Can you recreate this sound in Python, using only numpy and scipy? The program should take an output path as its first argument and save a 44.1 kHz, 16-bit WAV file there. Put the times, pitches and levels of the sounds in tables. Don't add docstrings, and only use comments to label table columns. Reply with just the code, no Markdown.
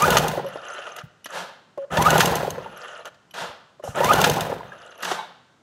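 import sys
import numpy as np
from scipy import signal
from scipy.fft import rfft, irfft, next_fast_len
from scipy.io import wavfile
from scipy.ndimage import uniform_filter1d

SR = 44100
rng = np.random.default_rng(int(sys.argv[2]) if len(sys.argv) > 2 else 0)


def wrap_up_sound(samples):
    columns = np.atleast_2d(samples).T
    tamed = np.clip(columns, -1, 1)
    steps = np.round(tamed * 32767).astype(np.int16)
    wavfile.write(sys.argv[1], SR, steps)


N = 248139
TIME = np.arange(N) / SR
SIZE = next_fast_len(N + 2 * SR, real=True) // 2 * 2
HZ = np.maximum(np.fft.rfftfreq(SIZE, 1 / SR), 1)

# rope runs out t/s, limiting speed/(turns/s), coasting time/s, crank angle then/turns
PULLS = [(.168, 13.17, .522, -.177), (2.204, 13.92, .724, .333), (4.24, 13.03, .679, .331)]
# f/Hz, width/Hz (before any broadening), relative level/dB
BRACKET_MODES = [(413, 122, -0.5), (548, 60, 0.5), (783, 140, -5), (794, 57, 3), (1077, 43, -1.5),
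                 (1420, 330, -24.5)]
# f/Hz, width/Hz, relative level/dB
STEEL_MODES = [(2840, 290, 3.5), (3690, 160, 0.5), (4030, 150, -0.5), (4800, 1600, -8), (6260, 220, 5.5),
               (7460, 1400, -6), (9200, 310, -4), (11210, 500, -2), (14500, 470, -6.5)]
# relative level at full speed/dB, exponent of speed
CLATTER_LAW = (-19, 1.456)
RATTLE_ABOVE = .3


def from_db(db):
    return 10 ** (np.asarray(db) / 20)


def rms_one(x):
    return x / np.sqrt(np.mean(x ** 2) + 1e-20)


def at_hz(points):
    hz, value = np.transpose(points)
    return np.interp(np.log(HZ), np.log(hz), value)


def level(tables, axis):
    out = np.zeros(N)
    for rows in map(np.array, tables):
        out += from_db(np.interp(TIME, rows[:, 0], rows[:, axis], left=-150, right=-150))
    return uniform_filter1d(out, SR // 200)


def noise():
    return rng.standard_normal(N)


def drift(rate):
    return rms_one(irfft(rfft(noise(), SIZE) / (1 + (HZ / rate) ** 2), SIZE)[:N])


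def colour(x, spectrum):
    cepstrum = irfft(np.log(rms_one(from_db(at_hz(spectrum))) + 1e-6), SIZE)
    cepstrum[1:SIZE // 2] *= 2
    cepstrum[SIZE // 2 + 1:] = 0
    return irfft(rfft(x, SIZE) * np.exp(rfft(cepstrum)), SIZE)[:N]


def resonate(x, hz, width):
    r = np.exp(-np.pi * width / SR)
    zeros = np.array([1, 0, -1]) * (1 - r * r) / 2
    poles = [1, -2 * r * np.cos(2 * np.pi * hz / SR), r * r]
    return signal.lfilter(zeros, poles, x + 1e-18)


def body(x, modes):
    return sum((-1) ** k * from_db(db) * resonate(x, hz, width) for k, (hz, width, db) in enumerate(modes))


def ring_apart(modes, per_s, widen):
    out = 0
    for hz, width, db in modes:
        once = resonate(grains(per_s, spread_db=2.5), hz, widen * width)
        out = out + from_db(db) * resonate(once, hz, widen * width)
    return rms_one(out)


def bursts(rows, rise, decay):
    out, age = np.zeros(N), np.arange(SR // 5) / SR
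    shape = (1 - np.exp(-age / rise)) * np.exp(-age / decay)
    for s, db in rows:
        part = out[max(int(s * SR), 0):][:len(age)]
        part += from_db(db) * shape[:len(part)]
    return out


def grains(per_s, spread_db):
    sizes = from_db(spread_db * np.minimum(rng.exponential(1, N), 3)) * rng.choice([-1, 1], N)
    return rms_one(sizes * (rng.random(N) < per_s / SR) / np.sqrt(per_s))


def yard():
    # f/Hz, relative level/dB
    yard_spectrum = [(25, -36.5), (70, -9), (150, 0.5), (300, -5.5), (700, -8.5), (1300, -9.5),
                     (2200, -18.5), (3300, -23), (7000, -24), (15500, -49.5)]
    return from_db(-59.5) * colour(noise(), yard_spectrum)


def workshop(x):
    # f/Hz, t60/s
    room_t60 = [(100, 0.45), (1000, 0.75), (4000, 1), (8000, 0.19), (15000, 0.23)]
    t60, response = at_hz(room_t60), 0
    for k, lag in enumerate(rng.uniform(.012, .06, 10)):
        loop = from_db(-60 * lag / t60) * np.exp(-2j * np.pi * HZ * lag)
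        response = response + (-1) ** k * loop / (1 - loop)
    for lag in rng.uniform(0.000998, .006, 3):
        delay = np.exp(-2j * np.pi * HZ * lag)
        response = response * (delay - .6) / (1 - .6 * delay)
    return irfft(rfft(x, SIZE) * response, SIZE)[:N]


def hull(x):
    response = sum(rng.choice([-1, 1]) * np.exp(-2j * np.pi * HZ * lag) for lag in rng.uniform(.002, .012, 5))
    return irfft(rfft(x, SIZE) * response, SIZE)[:N]


def housing():
    # t/s, relative level/dB
    handle_hits = [(5.075, -34), (5.114, -29.5), (5.18, -30), (5.215, -38)]
    # f/Hz, relative level/dB, t60/s
    housing_modes = [(854, 2.5, 0.17), (901, -4, 0.24), (1025, 1, 0.24), (1090, -4, 0.26),
                     (1545, -3.5, 0.33), (2225, -3.5, 0.16), (3560, -12, 0.32), (3860, -12.5, 0.14)]
    rattle = noise() * bursts(handle_hits, rise=0.0017, decay=0.011)
    modes = [(hz, np.log(1000) / (np.pi * t60), db) for hz, db, t60 in housing_modes]
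    return from_db(33.5) * body(rattle, modes)


def swell(s, rise, db, fall_db_per_s):
    swell_db, hold_s = 10.5, 0.036
    age = TIME - s
    loss_db = swell_db * np.clip(1 - age / rise, 0, 1) + fall_db_per_s * np.maximum(age - rise - hold_s, 0)
    return uniform_filter1d(from_db(db - loss_db) * (age > 0), SR // 200)


def sighs():
    # t/s, rise/s, relative
    # level/dB, relative treble level/dB
    hisses = [(1.322, 0.034, -29.5, -42), (3.338, 0.051, -29, -43.5), (3.835, 0.014, -50.5, -45.5),
              (5.02, 0.064, -27.5, -38)]
    # f/Hz, relative level/dB
    main_spectrum = [(60, -25.5), (120, -23.5), (175, -3.5), (280, -15.5), (520, 0), (800, 0.5),
                     (1220, -1.5), (1600, -1.5), (2200, -13), (3100, -8), (4500, -13.5), (6500, -26),
                     (10000, -46.5)]
    treble_spectrum = [(2650, -22.5), (4500, -11.5), (5650, 5), (11300, -6), (14300, -13.5), (15500, -28)]
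    main_gain = sum(swell(s, rise, db, fall_db_per_s=122) for s, rise, db, _ in hisses)
    treble_gain = sum(swell(s, rise, db, fall_db_per_s=178.5) for s, rise, _, db in hisses)
    treble = colour(noise(), treble_spectrum) * treble_gain
    return colour(noise(), main_spectrum) * main_gain + from_db(-1.0) * treble


def rewinding():
    # t/s, length/s, relative level/dB
    spurts = [(0.476, .15, -40.5), (0.617, 0.35, -37), (.955, 0.068, -38), (1.287, .05, -40),
              (1.903, 0.083, -31), (2.572, 0.19, -45), (2.752, .29, -38.5), (3.047, 0.046, -38.5),
              (3.824, 0.12, -44.5), (3.946, 0.076, -28.5), (4.663, 0.33, -46.5), (4.985, 0.055, -42)]
    arches = [(np.sin(np.pi * np.clip((TIME - s) / length, 0, 1)), db) for s, length, db in spurts]
    speed = sum(arch for arch, _ in arches)
    return speed, sum(from_db(db) * arch ** 0.42 for arch, db in arches)


def coil_ticks():
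    ticks = ring_apart(STEEL_MODES, per_s=8.7, widen=1)
    muffled = signal.sosfilt(signal.butter(2, 6500, fs=SR, output="sos"), ticks)
    return from_db(-14) * rms_one(muffled) * rewinding()[1]


def recoil():
    # f/Hz, width/Hz, relative level/dB
    drum_modes = [(570, 383, 9), (767, 160, -13.5), (1330, 390, 9.5), (1778, 300, 2.5), (2840, 900, -0.5),
                  (3880, 440, -44), (6100, 2000, -14.5), (10700, 410, -14.5)]
    # t/s, length/s, relative level/dB
    groan_rows = [(0.446, 0.041, -34), (1.779, .072, -34), (3.844, 0.034, -39.5)]
    groan_hz = 550
    drum, flutter = 0, drift(35)
    for hz, width, db in drum_modes:
        scrape = grains(per_s=2500, spread_db=2.5) * from_db(2 * flutter + 2.0 * drift(27))
        drum = drum + from_db(db) * resonate(resonate(scrape, hz, width), hz, width)
    drum = rms_one(drum)
    gate = level([[(s, db), (s + length, db - 2)] for s, length, db in groan_rows], axis=1)
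    phase = 2 * np.pi * groan_hz * np.cumsum(1 + 0.0049 * drift(84)) / SR
    groan = gate * (from_db(9.0) * np.sin(phase) + from_db(-19.5) * drum)
    return from_db(2.0) * drum * rewinding()[1] + groan


def whirr(hz, loudness):
    phase = 2 * np.pi * np.cumsum(hz * (1 + 0.022 * drift(250))) / SR
    fundamental = np.sin(phase) * loudness * from_db(2.5 + 3.1 * drift(120))
    octave = np.sin(2 * phase) * np.minimum(loudness, from_db(-21)) * from_db(-10 + 3.8 * drift(120))
    return fundamental + octave


def rope():
    # t before the rope runs out/s, f/Hz, relative level/dB
    contour = [(.28, 730, -33.5), (.225, 930, -27.5), (.195, 970, -18), (.165, 1090, -31.5),
               (.143, 1220, -14), (.127, 1250, -14), (.113, 1510, -19.5), (.085, 1400, -29),
               (.045, 1500, -22.5), (0.024, 1280, -31)]
    pulls = [[(end - before, hz, db) for before, hz, db in contour] for end, *_ in PULLS]
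    s, hz, _ = np.concatenate(pulls).T
    going = whirr(np.interp(TIME, s, hz), level(pulls, axis=2))
    speed, gain = rewinding()
    return_hz = 1168 + 354 * speed ** 2
    return going + whirr(return_hz, from_db(-7) * gain)


def crank(end, top, coast, angle):
    pull_s, spin_up_s = .31, .079
    spin_up = 1 - np.exp(-np.maximum(TIME - end + pull_s, 0) / spin_up_s)
    share = spin_up * np.clip(1 - (TIME - end) / coast, 0, 1) ** 2
    turns = top * np.cumsum(share) / SR
    return share, turns - np.interp(end, TIME, turns) + angle


def driven(law):
    top_db, power = law
    return from_db(top_db) * sum(crank(*pull)[0] for pull in PULLS) ** power


def each_turn(angle, law, count=1, above=0):
    rows, (top_db, power) = [], law
    for pull in PULLS:
        share, turns = crank(*pull)
        passes = np.flatnonzero(np.diff(np.floor((turns - angle) * count)))
        rows += [(i / SR, top_db + 20 * power * np.log10(share[i])) for i in passes if share[i] > above]
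    return rows


def strokes():
    # t/s, relative level/dB
    nudges = [(1.035, -33), (1.918, -28), (1.983, -15), (2.517, -32), (3.41, -43), (3.49, -41.5),
              (3.844, -39.5), (3.883, -27.5), (4.532, -31)]
    # relative level at full speed/dB, exponent of speed
    stroke_law = (-21, 1.5)
    return each_turn(.06, stroke_law, count=2) + nudges


def clacks():
    # t/s, relative level/dB
    rest_clacks = [(0.9635, -28), (1.256, -30), (3.054, -32), (3.0726, -39), (3.3395, -37), (5.025, -22),
                   (5.0458, -22)]
    # t/s, relative level/dB
    pings = [(.463, -29.5), (.484, -31.5), (1.243, -25.5), (2.772, -33), (3.309, -36), (3.838, -34),
             (4.394, -29), (4.977, -37), (5.004, -33)]
    # t/s, relative level/dB
    jolt_rows = [(.985, -32.5), (1.257, -30), (1.97, -17), (3.056, -38.5), (3.143, -51.5), (3.341, -37.5),
                 (5.03, -24.5), (5.049, -23.5), (5.113, -22)]
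    # f/Hz, width/Hz, relative level/dB
    pawl_modes = [(2940, 93, 3), (5900, 130, -8.5), (11300, 200, -3), (11350, 270, -12.5)]
    # f/Hz, relative level/dB
    jolt_spectrum = [(120, -31.5), (200, -11.5), (488, -9.5), (1030, -5), (1380, 1), (1910, -1.5),
                     (2170, -14.5), (2960, -4.5), (3610, -9.5), (4030, -12), (5800, -15), (6240, -12),
                     (8980, -29.5), (11400, -29.5), (15500, -35.5)]
    # relative level at full speed/dB, exponent of speed
    clack_law = (-8.5, 1.23)
    turning = each_turn(0, clack_law, above=RATTLE_ABOVE)
    # a jolt, then a clack 3.3 ms later
    end_clacks = [(end + 0.0033, -8.5) for end, *_ in PULLS]
    end_jolts = [(end, -9.5) for end, *_ in PULLS]
    steel = body(noise() * bursts(turning + end_clacks + rest_clacks, rise=0.00091, decay=0.0025), STEEL_MODES)
    pawls = body(noise() * bursts(pings, rise=0.00086, decay=0.0044), pawl_modes)
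    jolts = colour(noise() * bursts(end_jolts + jolt_rows, rise=.001, decay=0.008), jolt_spectrum)
    return from_db(8.5) * steel + from_db(15.0) * pawls + from_db(4.5) * jolts


def knocks():
    # t/s, relative level/dB, f/Hz
    slack_knocks = [(.336, -18, 550), (.375, -13.5, 544), (.444, -19.5, 505), (.556, -21, 550),
                    (1.775, -21.5, 580), (1.969, -14, 600), (2.43, -15.5, 554), (2.477, -16.5, 541),
                    (2.58, -20, 522), (2.659, -26, 890), (3.796, -33, 610), (3.837, -21, 570),
                    (3.875, -20.5, 763), (3.974, -14.5, 587), (4.004, -9, 530), (4.498, -20.5, 535),
                    (4.524, -19, 540), (4.606, -27, 986), (4.719, -30, 1640), (5.114, -13.5, 750)]
    # relative level at full speed/dB, exponent of speed
    knock_law = (-10, 1)
    drive_hz, drive_angle = 802, -.315
    out, blows, age = np.zeros(N), np.zeros(N), np.arange(SR // 12) / SR
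    shape = (1 - np.exp(-age / 0.0015)) ** 2 * np.exp(-age / 0.0047)
    turning = [(s, db, drive_hz) for s, db in each_turn(drive_angle, knock_law, above=RATTLE_ABOVE)]
    for s, db, hz in turning + slack_knocks:
        out[int(s * SR):][:len(age)] += from_db(db + 7.5) * shape * np.sin(2 * np.pi * hz * age)
        blows[int(s * SR):][:len(age)] += from_db(db + 18.5) * shape * rng.standard_normal(len(age))
    return out + body(blows, BRACKET_MODES)


def mount_knocks():
    rings = ring_apart(BRACKET_MODES, per_s=22, widen=2.0)
    return from_db(-4.5) * rings * driven(CLATTER_LAW)


def pistons():
    out, age = np.zeros(N), np.arange(SR // 10) / SR
    for k, (s, db) in enumerate(strokes()):
        hz = (135, 95)[k % 2] * np.exp(0.13 * rng.standard_normal())
        thump = np.sin(2 * np.pi * hz * age) * (1 - np.exp(-age / 0.0026)) * np.exp(-age / 0.0083)
        out[int(s * SR):][:len(age)] += from_db(db + 5) * thump
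    return out


def cranking():
    # f/Hz, relative level/dB
    clatter_spectrum = [(150, -32), (250, -5), (321, -7), (451, 0), (699, 1), (812, -3), (1020, 1),
                        (1100, -15.5), (1290, -4.5), (1900, -9), (2240, -17.5), (2920, -23), (5000, -32.5),
                        (6500, -37.5), (11000, -120)]
    air_spectrum = [(1470, -28), (2500, -3), (3890, -7.5), (4930, -12), (6390, -10), (7010, -13),
                    (9730, -16.5), (12900, -16), (15500, -17.5)]
    rumble_spectrum = [(30, -33.5), (50, -9), (80, -8), (135, 0.5), (220, -1.5), (330, -15.5), (550, -40.5)]
    # relative level at full speed/dB, exponent of speed
    air_law = (-31, 2.24)
    rumble_law = (-32.5, 1)
    puffs = bursts(strokes(), rise=0.0011, decay=0.014)
    drive, flow = driven(CLATTER_LAW), driven(air_law)
    contacts = grains(per_s=350 + 12000 * drive, spread_db=1.5)
    clatter = colour(contacts, clatter_spectrum) * drive * from_db(-2.0 + 2.0 * drift(41))
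    hiss = colour(grains(per_s=8300, spread_db=0.0), air_spectrum) * from_db(3.5 + 2.64 * drift(46))
    dull = signal.sosfilt(signal.butter(1, 4500, fs=SR, output="sos"), hiss)
    brightness = np.clip(flow / from_db(-50), 0, 1)
    air = flow * (dull + brightness * (hiss - dull))
    rumble = colour(noise() * (driven(rumble_law) + from_db(-5) * puffs), rumble_spectrum)
    return clatter + air + rumble


def scene():
    engine = cranking() + mount_knocks() + pistons() + knocks() + clacks() + sighs()
    starter = rope() + recoil() + coil_ticks() + housing()
    motor = engine + starter
    return (motor + from_db(-19.0) * hull(motor) + from_db(-27) * workshop(motor) + yard())[None]


def record(dry):
    thin = signal.sosfilt(signal.butter(4, 50, "high", fs=SR, output="sos"), dry)
    rounded = 1.042 * np.tanh(thin / 1.202)
    return signal.sosfilt(signal.ellip(10, .2, 80, 15700, fs=SR, output="sos"), rounded)


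dry = scene()
out = record(dry)
wrap_up_sound(out)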